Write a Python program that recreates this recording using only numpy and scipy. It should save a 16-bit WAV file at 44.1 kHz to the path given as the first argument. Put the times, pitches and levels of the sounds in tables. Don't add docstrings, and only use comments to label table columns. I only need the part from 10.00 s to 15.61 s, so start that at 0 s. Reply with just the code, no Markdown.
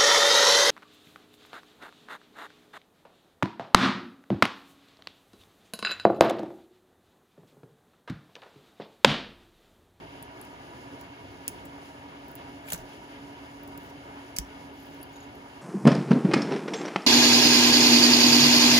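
import sys
import numpy as np
from scipy import signal
from scipy.fft import rfft, irfft, next_fast_len
from scipy.io import wavfile

SR = 44100
rng = np.random.default_rng(int(sys.argv[2]) if len(sys.argv) > 2 else 0)


def int16_out(signal):
    q = np.round(np.clip(np.atleast_2d(signal).T, -1, 1) * 32767)
    wavfile.write(sys.argv[1], SR, q.astype(np.int16))


N = 247577
SIZE = next_fast_len(N)
HZ = np.maximum(np.arange(SIZE // 2 + 1) * SR / SIZE, 1)
RIGHT_LEADS_MS = 0.203


def from_db(db):
    return 10 ** (np.asarray(db) / 20)


def rms_one(x):
    return x / np.sqrt(np.mean(x ** 2) + 1e-20)


def in_time(rows):
    s, *columns = np.transpose(rows)
    return [np.interp(np.arange(N) / SR, s, column) for column in columns]


def in_hz(rows):
    hz, *columns = np.transpose(rows)
    return [np.interp(np.log(HZ), np.log(hz), column) for column in columns]


def drift(rate_hz):
    r = np.exp(-80 * np.pi * rate_hz / SR)
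    noise = rng.standard_normal(N // 40 + 2002)
    slow = signal.lfilter([1], [1, -2 * r, r * r], noise)[2000:]
    return np.interp(np.arange(N) / 40, np.arange(len(slow)), rms_one(slow))


def resonate(x, hz, width_hz):
    r = np.exp(-np.pi * width_hz / SR)
    top = np.array([1, 0, -1]) * (1 - r * r) / 2
    return signal.lfilter(top, [1, -2 * r * np.cos(2 * np.pi * hz / SR), r * r], x + 1e-18)


def ring(clicks, hz, t60_s):
    r, w = from_db(-60 / (t60_s * SR)), 2 * np.pi * hz / SR
    return signal.lfilter([0, np.sin(w)], [1, -2 * r * np.cos(w), r * r], clicks + 1e-18)


def plastic():
    # body under 4 kHz/dB, shoulder 5-6 kHz/dB,
    # face 7-8 kHz/dB, edge over 13 kHz/dB; last, crack length/ms
    snaps = [(0.2264, -29.5, -12, -12, -15, -6, 0.67), (0.4142, -31.5, -24, -16, -12, -14, 0.37),
             (.449, -50, -4, -12, -12, -6, 1.9), (1.0118, -44, -10, 0, -2, 5, 0.77),
             (1.4796, -14, -15, -7, -1, 0, 0.43), (1.4825, -34, -6, 7, -4, -2, 1.5),
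             (1.651, -49.5, -14, -10, 2, 7, 4.3), (2.283, -47, -14, -14, -14, 10, .7),
             (2.3133, -52, -8, -15, -15, 14, 0.75), (2.354, -39.5, -22, -9, -2, 8, 0.79),
             (2.675, -47, 4, -8, -16, -11, 1.5), (2.6785, -51, 12, -4, -10, -6, 1.8),
             (2.6845, -48, 9, -8, -8, -6, 2.5), (2.689, -48, 7, -4, -2, -4, 2.4),
             (2.6945, -50, 9, 2, -8, -8, 1.5), (2.7008, -33, 2, -3, -9, -9, 3.0),
             (2.7039, -38, 3, 2, -4, -8, 1.7), (2.709, -44, 2, 0, -6, -6, 1.5),
             (2.712, -45, 2, -6, -12, -8, 1.5), (2.719, -29.5, 5, -3, -16, -9, 2),
             (2.7216, -21.5, -6, -6, -1, -6, 1.2), (2.724, -37, -1, -1, 8, -6, 2.2),
             (2.7291, -37, 8, 3, 0, -2, 1.2), (2.7323, -22, -0.5, 4.5, -1.5, 5.5, 0.85),
             (2.737, -32.5, 0, -6, -3, -6, 1), (2.7402, -37, 2, 1, -8, 5, 1.6),
             (2.745, -39, 2, 2, 7, -8, 2.2), (2.7496, -46, 7, 4, 2, -4, 1.5),
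             (2.7565, -49, 1, 9, 0, 3, 1.5), (2.763, -52, 6, 2, -2, 0, 1.5),
             (2.7775, -46, -6, 4, -6, -8, 1.2), (2.7875, -52, -4, 4, -2, -6, 1),
             (3.6335, -49, -14, -14, -14, 12, .7), (3.677, -46, -10, -4, -1, 5, 0.78),
             (3.776, -39.5, -7, 1, -6.5, 9, 1), (4.3639, -26, -13, 5, 2, -4, 0.67),
             (4.3668, -24, -1.5, 3, -10, -7, 0.81), (4.3683, -39, -12, 9, -10, -12, 1.7),
             (4.380, -52, -2, 12, -8, -8, 1.5), (4.3857, -20, -5, 8.5, 4, 5, 0.68),
             (4.3932, -49, 2, 11, -2, -8, 1.6), (4.397, -53, 0, 9, -3, -8, 1.5),
             (4.8555, -62, -10, -10, -10, 10, .8), (4.8675, -58, -10, -10, -10, 10, .8),
             (4.9445, -60, -14, -14, -14, 13, 1), (5.029, -35.5, -11, -12, -23, -3, 1.6),
             (5.128, -51, -12, -13, -15, 0, 1.3)]
    # f/Hz, width/Hz, relative level/dB
    part = [(800, 700, -14), (1700, 600, -7), (2600, 800, -2), (3700, 1200, -4), (4800, 900, -5),
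            (5900, 1100, -5), (7500, 850, 6.5), (8400, 1100, 4), (9800, 1200, -1), (11400, 1400, 0),
            (12600, 1400, 0), (13900, 1400, 0), (15300, 1600, 2)]
    break_share, fracture_share = 0.57, 0.38
    drive_lift_db = 16

    t = np.arange(800) / SR
    fractures = fracture_share * rng.standard_normal((len(snaps), 2, len(t)))
    length_s = np.array(snaps)[:, 6:] / 1000
    fractures *= (1 - np.exp(-2 * t / length_s))[:, None]
    fractures[:, :, 0] = break_share * np.minimum(.0008 / length_s, 1) ** 2
    signs = rng.choice([-1, 1], (len(snaps), len(part)))

    sizes = from_db(2.5 * np.minimum(rng.exponential(1, N), 4))
    per_second = 4000 * from_db(5 * drift(60))
    sizes = sizes * (rng.random(N) < per_second / SR)
    rain = rms_one(sizes) * rng.choice([-1, 1], (2, N))

    out = np.zeros((2, N))
    for k, (hz, width_hz, part_db) in enumerate(part):
        drive = rain * rain_gain(hz) * from_db(3.8 * drift(83))
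        for snap, noise, sign in zip(snaps, fractures, signs):
            s, snap_db, body_db, shoulder_db, face_db, edge_db, length_ms = snap
            colour_db = np.interp(hz, [3700, 4800, 5900, 7600, 9500, 12500, 13500],
                                  [body_db, shoulder_db, shoulder_db, face_db, 0, 0, edge_db])
            at = round(s * SR)
            decay = np.exp(-1000 * t / max(length_ms, .1))
            gain = from_db(snap_db + colour_db + drive_lift_db)
            drive[:, at:at + len(t)] += gain * decay * noise * [[1], [sign[k]]]
        rung = resonate(resonate(drive, hz, 1.55 * width_hz), hz, 1.55 * width_hz)
        out += (-1) ** k * from_db(part_db + 1) * rung
    return out


def rain_gain(hz):
    # t/s, hold/s, level/dB, relative body under 6 kHz/dB, relative edge over 11 kHz/dB
    rains = [(0.443, .01, -65, -10, 0), (1.49, 0.045, -66, 0, 2), (1.658, 0.0079, -67, -16, -9),
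             (2.278, .03, -71, -5, 0), (2.673, .012, -61, 3, 7), (2.692, .006, -62, -1, 0),
             (2.724, 0.022, -53, 6, 7), (2.774, 0.03, -66, 7, 0), (3.69, .07, -78, 2, -2),
             (3.81, .06, -76, 4, 11), (3.88, 0.031, -68.5, 13.5, 4), (4.392, .04, -72, 6, -12),
             (4.75, 0.31, -78, -5, 7)]
    rise_db_per_s, fall_db_per_s = 500, 600
    s, hold_s, level_db, body_db, edge_db = np.transpose(rains)[:, :, None]
    t = np.arange(N) / SR - s
    slope_db = np.minimum(rise_db_per_s * t, 0) - fall_db_per_s * np.maximum(t - hold_s, 0)
    body_share = np.interp(hz, [5900, 7500], [1, 0])
    edge_share = np.interp(hz, [8400, 11000], [0, 1])
    colour_db = body_db * body_share + edge_db * edge_share
    return from_db(level_db + slope_db + colour_db).sum(axis=0)


def pliers():
    # t/s, strength/dB
    touches = [(5.128, -69), (5.138, -63), (5.157, -53), (5.17, -66), (5.200, -56), (5.226, -56),
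               (5.236, -74)]
    # f/Hz, relative level/dB, time to fall 60 dB/s
    jaws = [(3770, -5, 0.04), (6700, 1.5, 0.033), (11400, -7, 0.019), (13500, -8, .015)]
    s, slip_db = np.transpose(touches)
    slips = np.zeros(N)
    slips[(s * SR).astype(int)] = from_db(slip_db)
    burst = ring(slips, 30, 0.031)
    friction = burst * rng.standard_normal((2, N)) * 0.4
    return sum(from_db(jaw_db) * ring(friction, hz, t60_s) for hz, jaw_db, t60_s in jaws)


def jolts():
    # t/s, level/dB, f/Hz, relative answer of the bench/dB
    thumps = [(2.736, -40, 93, 0), (2.779, -48, 45, -13), (2.81, -46, 42, -10), (4.389, -33.5, 56.7, -8)]
    # f/Hz, relative level/dB, time to fall 60 dB/s
    bench_modes = [(165, 2.5, 0.086)]
    # t/s, level/dB, f/Hz
    knocks = [(1.4805, -28.5, 2610), (1.4803, -38.5, 3600), (1.4803, -44, 4300), (2.678, -39, 2400),
              (2.685, -32.5, 1750), (2.6865, -32.5, 2300), (2.6895, -38, 2550), (2.7035, -35, 3000),
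              (2.7043, -36, 6300), (2.7206, -32, 2880), (2.7233, -25, 1700), (2.7328, -30, 3900),
              (2.7329, -30, 6500), (2.74, -32, 6000), (2.778, -44, 6200), (2.7245, -24, 780),
              (2.741, -30.5, 536), (2.737, -42, 1400), (2.747, -30, 1530), (4.3865, -29.5, 2270),
              (4.3868, -36.5, 1300)]
    # t/s, level/dB, f/Hz
    pings = [(4.364, -42, 4690), (4.387, -43, 4780),  (5.013, -50, 9970), (5.029, -52, 4690)]
    # t/s, level/dB, f/Hz
    ticks = [(4.7395, -57, 11600), (4.7595, -59, 11700), (4.792, -56, 12200), (4.8015, -50, 12000),
             (4.815, -58, 11700), (4.8275, -52, 11800), (4.8345, -53, 11500), (4.904, -60, 12200),
             (5.352, -52, 11600), (5.358, -57, 11800), (5.384, -63, 11600)]
    thump_t60_s, knock_t60_s, ping_t60_s, tick_t60_s = 0.17, 0.0079, 0.06, 0.014
    other_jaw_ratio, other_jaw_db = 1.045, -9

    rings = []     # t/s, level/dB, f/Hz, time to fall 60 dB/s
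    for s, level_db, hz, answer_db in thumps:
        rings.append((s, level_db, hz, thump_t60_s))
        for mode_hz, mode_db, t60_s in bench_modes:
            rings.append((s, level_db + answer_db + mode_db, mode_hz, t60_s))
    rings += [(*row, knock_t60_s) for row in knocks]
    rings += [(*row, tick_t60_s) for row in ticks]
    for s, level_db, hz in pings:
        rings.append((s, level_db, hz, ping_t60_s))
        rings.append((s, level_db + other_jaw_db, hz * other_jaw_ratio, ping_t60_s))

    out = np.zeros(N)
    for s, level_db, hz, t60_s in rings:
        push = np.zeros(N)
        push[round(s * SR)] = from_db(level_db)
        out += ring(push, hz, t60_s)
    return signal.sosfilt(signal.butter(2, 40, "high", fs=SR, output="sos"), out)


def room(x):
    # f/Hz, level/dB
    echo_colour = [(3500, 1.5), (5000, 0), (6200, 3), (7600, -10), (9500, 3.5), (12000, -3), (15000, -3)]
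    bench_t60_s, bench_db = 0.045, -7.5
    walls_t60_s, walls_db = 0.27, -17
    t = np.arange(SR // 2) / SR
    bench, walls = rng.standard_normal((2, 2, len(t))) * (1 - np.exp(-t / .001))
    bench = bench * (rng.random(bench.shape) < 2500 / SR)
    walls = signal.sosfilt(signal.butter(1, .4 * SR, fs=SR, output="sos"), walls)
    cloud = 0
    for echoes, t60_s, level_db in [(bench, bench_t60_s, bench_db), (walls, walls_t60_s, walls_db)]:
        echoes = echoes * from_db(-60 * t / t60_s)
        cloud = cloud + from_db(level_db) * echoes / np.sqrt(np.sum(echoes ** 2) / 2)
    returned = signal.fftconvolve(x, cloud, axes=1)[:, :N]
    return irfft(rfft(returned, SIZE) * from_db(in_hz(echo_colour)[0]), SIZE)[:, :N]


def microphones(pair, near):
    # f/Hz, likeness of distant sound/0-1, likeness of near sound/0-1,
    # left minus right for distant sound/dB, phase turn/rad
    mics = [(60.4, 0.92, 0.7, -2, 0.3), (350, 0.98, 0.7, -0.5, -0.03), (794, 0.81, 0.2, 0.8, 0.82),
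            (1820, 0.28, 0, -1, 0.03), (2360, 0.34, 0.57, -0.5, -1), (3700, 0.25, 0, 2, 1.25),
            (6160, 0, 0, -11.5, -0.1), (6320, 0.6, 0.83, 0, -1.6), (7040, 1, 1, 1.5, -1.48),
            (15500, 1, 1, 0, -1.5)]
    far_alike, near_alike, balance_db, turn = in_hz(mics)
    alike = np.clip(near_alike if near else far_alike, 0, 1)
    balance_db = balance_db * (.5 if near else 1)
    first, second = rfft(pair, SIZE)
    mixed = alike * first + np.sqrt(1 - alike ** 2) * second
    right = mixed * np.exp(1j * (2 * np.pi * HZ * RIGHT_LEADS_MS / 1000 + turn))
    sides = [first * from_db(balance_db / 2), right * from_db(-balance_db / 2)]
    return irfft(sides, SIZE)[:, :N]


def fans():
    # f/Hz, level in each Hz/dB
    rush = [(25, -112), (50, -79.5), (150, -76.5), (220, -82.5), (600, -81), (1100, -85), (2500, -90.5),
            (4200, -99), (5900, -102), (6250, -106), (6550, -101), (7000, -100), (7750, -112), (9000, -99),
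            (10300, -107), (15700, -112)]
    # f/Hz, width/Hz, top level in each Hz/dB, left-right/dB
    housing = [(70, 10, -77, -3), (99.7, 7.8, -76.5, 3), (280.7, 37.3, -68.5, -1.5), (369, 37, -75, 3),
               (423, 20, -76, -5.5), (691, 172, -78.5, 2), (818, 125, -80.5, 3), (950.7, 54.4, -72, -4.5),
               (1220, 92, -85, 1), (1466, 37, -81, 1), (1678, 104, -83, 2), (1800, 31, -87, -3),
               (1914, 120, -93, 5), (2173, 104, -82, 1.5), (2790, 270, -86, 1), (3083, 130, -87.5, -5.5),
               (3378, 80, -89.5, -0.5), (3880, 500, -102, -5), (4320, 80, -99, -1),
               (4790, 230, -94.5, -1.5), (4930, 67, -104, 25)]
    # t/s, f/Hz, rms level/dB
    hum_course = [(0, 285, -64), (.35, 285, -56), (.75, 285, -61.5), (.92, 284, -66), (1.1, 281, -58),
                  (1.5, 277, -53.5), (1.75, 281, -49.5), (1.9, 281, -55.5), (2.3, 280.5, -49.5),
                  (2.9, 280.6, -57), (3.2, 280.6, -49.5), (4.0, 281, -54), (4.12, 281, -54.5),
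                  (4.35, 277, -50.5), (4.55, 278, -55), (4.8, 278, -50.5), (5.1, 280.5, -50.5),
                  (5.6, 275, -56.5)]
    # f/Hz, left rms level/dB, right rms level/dB
    tones = [(119.9, -64, -63), (240, -64, -63), (561, -64, -80), (858.5, -63, -74), (1717, -70, -72),
             (2150, -72, -80), (2246, -73, -77), (2575, -84, -76), (2836, -77, -78), (3052.5, -69, -72),
             (3433, -76, -79), (3780, -90, -79)]

    sides = np.array([[.5], [-.5]])
    power = from_db(2 * in_hz(rush)[0]) * np.ones((2, 1))
    for hz, width_hz, top_db, pan_db in housing:
        peak = 1 / (1 + (2 * (HZ - hz) / width_hz) ** 2) ** 2
        power += from_db(2 * (top_db + pan_db * sides)) * peak
    power[:, HZ > 15800] *= from_db(2 * -24.5)
    white = microphones(rng.standard_normal((2, N)), near=False)
    air = rfft(white, SIZE) * np.sqrt(power * SR / 2)

    out = 0
    together_db = .5 * drift(2.1)
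    for share in np.eye(4):
        weight = np.interp(np.log(HZ), np.log([400, 1200, 3000, 7000]), share)
        band = irfft(air * weight, SIZE)[:, :N]
        out = out + band * from_db(together_db + 1.3 * drift(7.1))

    hum_hz, hum_db = in_time(hum_course)
    hum_turns = np.cumsum(hum_hz + 0.81 * drift(2.8)) / SR
    hum = np.sqrt(2) * from_db(hum_db) * np.sin(2 * np.pi * hum_turns)
    out += hum * from_db(-1.5 * sides)

    for hz, left_db, right_db in tones:
        turns = np.cumsum(hz * (1 + .0005 * drift(1.5))) / SR + rng.random()
        lead_turns = hz * RIGHT_LEADS_MS / 1000 * np.array([[0], [1]])
        tone = np.sin(2 * np.pi * (turns + lead_turns))
        level_db = 0.5 * drift(9.8) + np.array([[left_db], [right_db]])
        out += np.sqrt(2) * from_db(level_db) * tone
    return out


def scene():
    hands = plastic() + pliers() + jolts()
    return fans() + microphones(hands + room(hands), near=True)


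def record(dry):
    return signal.sosfilt(signal.cheby2(8, 50, 17000, fs=SR, output="sos"), dry)


dry = scene()
out = record(dry)
int16_out(out)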